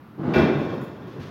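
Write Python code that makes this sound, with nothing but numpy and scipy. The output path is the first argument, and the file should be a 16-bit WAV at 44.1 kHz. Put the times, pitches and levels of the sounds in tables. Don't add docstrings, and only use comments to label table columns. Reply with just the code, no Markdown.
import sys
import numpy as np
from scipy import signal
from scipy.fft import rfft, irfft
from scipy.io import wavfile
from scipy.ndimage import uniform_filter1d

SR = 44100
rng = np.random.default_rng(int(sys.argv[2]) if len(sys.argv) > 2 else 0)


def inscribe(sig):
    pcm = np.round(np.clip(np.atleast_2d(sig).T, -1, 1) * 32767)
    wavfile.write(sys.argv[1], SR, pcm.astype(np.int16))


N = 57330
BIN_HZ = np.maximum(np.arange(N // 2 + 1) * SR / N, 1)


def undb(db):
    return 10 ** (np.asarray(db) / 20)


def unit(x):
    return x / np.sqrt(np.mean(x ** 2))


def since(start_s):
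    return np.maximum(np.arange(N) / SR - start_s, 0)


def over_hz(points, hz):
    freqs, values = np.array(points, float).T
    return np.interp(np.log(np.maximum(hz, 1)), np.log(freqs), values)


def colour(x, eq, tilt_db=0):
    octaves = np.clip(np.log2(BIN_HZ / 500), -2, 2)
    low_cut = BIN_HZ ** 2 / (BIN_HZ ** 2 + 25 ** 2)
    return unit(irfft(rfft(x) * low_cut * undb(over_hz(eq, BIN_HZ) + tilt_db * octaves), N))


def noise(eq, tilt_db=0):
    return colour(rng.standard_normal(N), eq, tilt_db)


def wander(rate_hz):
    hop = int(SR / rate_hz)
    steps = rng.standard_normal(400)
    path = np.interp(np.arange(N) / hop, np.arange(len(steps)), steps)
    return uniform_filter1d(path, hop // 2) * 1.28


def strike(start_s, attack_s, t60):
    age = since(start_s)
    return (1 - np.exp(-age / attack_s)) * np.exp(-np.log(1000) * age / t60)


def grains(eq, per_s, spread_db, smear_s, spots=8):
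    out = np.zeros(N)
    for _ in range(spots):
        hits = rng.random(N) < per_s / spots / SR
        sizes = undb(spread_db * rng.standard_normal(N)) * rng.choice([-1, 1], N)
        tail = rng.standard_normal(N) * np.exp(-since(0) / smear_s)
        out += signal.fftconvolve(hits * sizes, tail)[:N]
    return colour(out, eq)


def ring(modes, start_s, attack_s):
    out = np.zeros(N)
    for hz, db, t60 in modes:
        waver = 1 + .28 * (wander(25.86) + 1j * wander(25))
        tone = np.imag(waver * np.exp(2j * np.pi * hz * since(start_s)))
        out += undb(db) * strike(start_s, attack_s, t60) * tone
    return out


# frequency in Hz, gain in dB.
ROOM_EQ = [(30, -27), (80, -6), (135, 0), (240, -3), (380, -10), (600, -18), (1200, -15), (2000, -26),
           (4000, -36), (8000, -53), (10500, -46), (15500, -43)]

def room_tone():
    return undb(-46) * noise(ROOM_EQ)


# frequency in Hz, gain in dB.
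SLIDE_EQ = [(40, -40), (75, -13), (130, 6), (350, 6.5), (600, -2), (1200, -8.5), (2200, -23), (4000, -33.5),
            (8000, -52.5), (15000, -80.5)]

def slide():
    start_s, rise_s, release_s = .168, .13, .047
    speed = np.minimum(since(start_s) / rise_s, 1) * np.exp(-since(FIRST_BLOW_S) / release_s)
    return undb(-25) * speed * grains(SLIDE_EQ, per_s=1300, spread_db=3.5, smear_s=.027)


# start in seconds, level in dB, pitch in Hz.
BUMP_CUES = [(0.179, -32, 319.4), (0.192, -22.5, 149), (0.23, -26.5, 136), (0.244, -29.5, 128),
             (.273, -22.5, 140.6), (0.294, -21, 158), (0.33, -29, 146), (0.406, -21, 83.7),
             (.428, -19, 216), (0.484, -39, 145.5), (0.526, -40, 88), (0.55, -18.5, 148), (0.571, -25, 146),
             (.705, -26.5, 172.6), (.722, -35, 96.5), (0.802, -27, 136.5), (1.184, -29, 144),
             (1.199, -30, 96), (1.274, -37, 152)]
# frequency in Hz, gain in dB.
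BUMP_EQ = [(35, -53), (70, -40.5), (140, -10.5), (220, 6), (350, 4.5), (500, -26.5), (800, -13.5),
           (2000, -58), (6000, -84)]

def bumps():
    out = np.zeros(N)
    for start, db, hz in BUMP_CUES:
        tone = np.sin(2 * np.pi * hz * since(start))
        body = undb(-3.5) * noise(BUMP_EQ)
        out += undb(db) * strike(start, attack_s=.003, t60=.2) * (body + tone)
    return out


# start in seconds, level in dB, treble tilt in dB per octave.
BLOW_CUES = [(.335, -23.5, 2.5), (.354, -19, -.5), (0.378, -20.5, 0.5), (.418, -18.5, -3.5)]
FIRST_BLOW_S, FULL_WEIGHT_S = BLOW_CUES[0][0], BLOW_CUES[1][0]
# frequency in Hz, gain in dB.
CLATTER_EQ = [(30, -42), (55, -23.5), (85, -14), (160, -7), (400, 1), (700, -10.5), (1200, -17),
              (2500, -23), (3700, -26.5), (5500, -36.5), (8300, -60), (10500, -53), (15500, -53.5)]
# frequency in Hz, t60 in seconds.
CLATTER_TAIL = [(80, 0.26), (300, 0.73), (1000, 0.95), (3000, 0.83), (6000, 0.67), (12000, 0.33)]

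def clatter():
    out = np.zeros(N)
    for start, db, tilt_db in BLOW_CUES:
        spectrum = rfft(panel_colour(noise(CLATTER_EQ, tilt_db)))
        for centre_hz in 31.25 * 2 ** np.arange(10):
            octave_window = np.maximum(1 - abs(np.log2(BIN_HZ / centre_hz)), 0)
            band = irfft(spectrum * octave_window, N)
            attack_s = .002 + 1.5 / centre_hz
            out += undb(db) * band * strike(start, attack_s, over_hz(CLATTER_TAIL, centre_hz))
    return out


# centre in Hz, width in Hz, gain in dB.
PANEL_NOTCHES = [(2240, 73, -1.5), (2990, 217, -5), (4170, 390, -6), (4826, 110, -13), (5720, 90, -10)]

def panel_colour(x):
    width_hz, lift_db = 35, 5
    peaks = [(hz, width_hz, lift_db) for hz, _, _ in PANEL_CLANG]
    db = sum(gain * np.exp(-((BIN_HZ - hz) / width) ** 2) for hz, width, gain in peaks + PANEL_NOTCHES)
    return irfft(rfft(x) * undb(db), N)


# pitch in Hz, level in dB, t60 in seconds.
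PANEL_CLANG = [(1091.6, -36.5, 1.2), (1459, -31, 1), (1612, -45.5, 0.79), (1815, -44, 1.6),
               (1990, -43.5, 0.55), (2351, -30.5, 0.72), (2377, -37, 0.59), (2659, -33.5, 0.99),
               (3188, -45.5, 0.5), (3362, -50.5, 0.69), (3632, -39, 0.82), (4260, -52, 0.52),
               (4720, -44.5, 0.39)]

def clang():
    return ring(PANEL_CLANG, FIRST_BLOW_S, attack_s=.004)


# pitch in Hz, level in dB, t60 in seconds.
PANEL_BOOM = [(82.2, -24.5, 0.28), (148.66, -14.5, 0.52), (227.7, -16, 0.85), (276.7, -23.5, .9),
              (357.4, -13, 0.41), (417.5, -34, 1), (463, -25.5, 0.76), (528, -22, 0.2), (639, -25, .8),
              (787, -33, 1), (821, -27.5, 0.33)]

def boom():
    return ring(PANEL_BOOM, FULL_WEIGHT_S, attack_s=.005)


# time in seconds, level in dB.
SHUDDER_FADER = [(.40, -55), (.50, -30), (.62, -28.5), (0.731, -27.5), (.83, -34), (.92, -37.5), (1.1, -39),
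                 (1.3, -39.5)]
# frequency in Hz, gain in dB.
SHUDDER_EQ = [(35, -31.5), (80, -6.5), (140, 1.5), (200, 0), (260, -1), (400, -2.5), (560, -6), (750, -15),
              (1100, -15), (2000, -27.5), (3600, -30), (5500, -39), (8300, -61.5), (15000, -61)]

def shudder():
    times, db = np.array(SHUDDER_FADER).T
    level = undb(np.interp(since(0), times, db)) * (since(FIRST_BLOW_S) > 0)
    return level * panel_colour(grains(SHUDDER_EQ, per_s=900, spread_db=1.5, smear_s=.032))


# start in seconds, level in dB, t60 in seconds.
TICK_CUES = [(.583, -59, 0.021), (.588, -65, .35), (.738, -64.5, 0.32), (.814, -57, .08), (.822, -66, 0.08),
             (0.833, -57, 0.23), (1.068, -66, 0.073)]
# frequency in Hz, gain in dB.
TICK_EQ = [(1000, -25), (5000, -16), (7000, -11), (7800, -19), (9000, -15), (11000, -8), (15000, -8)]

def ticks():
    return sum(undb(db) * noise(TICK_EQ) * strike(start, attack_s=.0006, t60=t60)
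               for start, db, t60 in TICK_CUES)


# pitch in Hz, level in dB, t60 in seconds.
SMALL_PART_MODES = [(6930, -72, .7), (7060, -71, .6), (12100, -72, .2)]

def tink():
    return ring(SMALL_PART_MODES, start_s=.813, attack_s=.0011)


# start in seconds, length in seconds, level in dB.
SCRAPE_CUES = [(1.068, 0.065, -52.5), (1.19, 0.088, -46.5)]
# frequency in Hz, gain in dB.
SCRAPE_EQ = [(200, 10.5), (700, -19), (1200, 3), (2400, -3.5), (4000, -7.5), (6000, -14), (8300, -29.5),
             (11000, -27), (15000, -31)]

def scrapes():
    attack_s, release_s = .014, .094
    out = np.zeros(N)
    for start, length, db in SCRAPE_CUES:
        push = np.minimum(since(start) / attack_s, 1) * np.exp(-since(start + length) / release_s)
        out += undb(db) * push * grains(SCRAPE_EQ, per_s=1000, spread_db=3.5, smear_s=.015)
    return out


def scene():
    bed = room_tone()
    shift = slide() + bumps()
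    landing = clatter() + clang() + boom() + shudder()
    handling = ticks() + tink() + scrapes()
    return (bed + shift + landing + handling)[None]


def record(dry):
    low_hz, top_hz = 50, 15800
    thinned = signal.sosfilt(signal.butter(3, low_hz, "high", fs=SR, output="sos"), dry)
    return signal.sosfilt(signal.ellip(10, .2, 80, top_hz, fs=SR, output="sos"), thinned)


dry = scene()
out = record(dry)
inscribe(out)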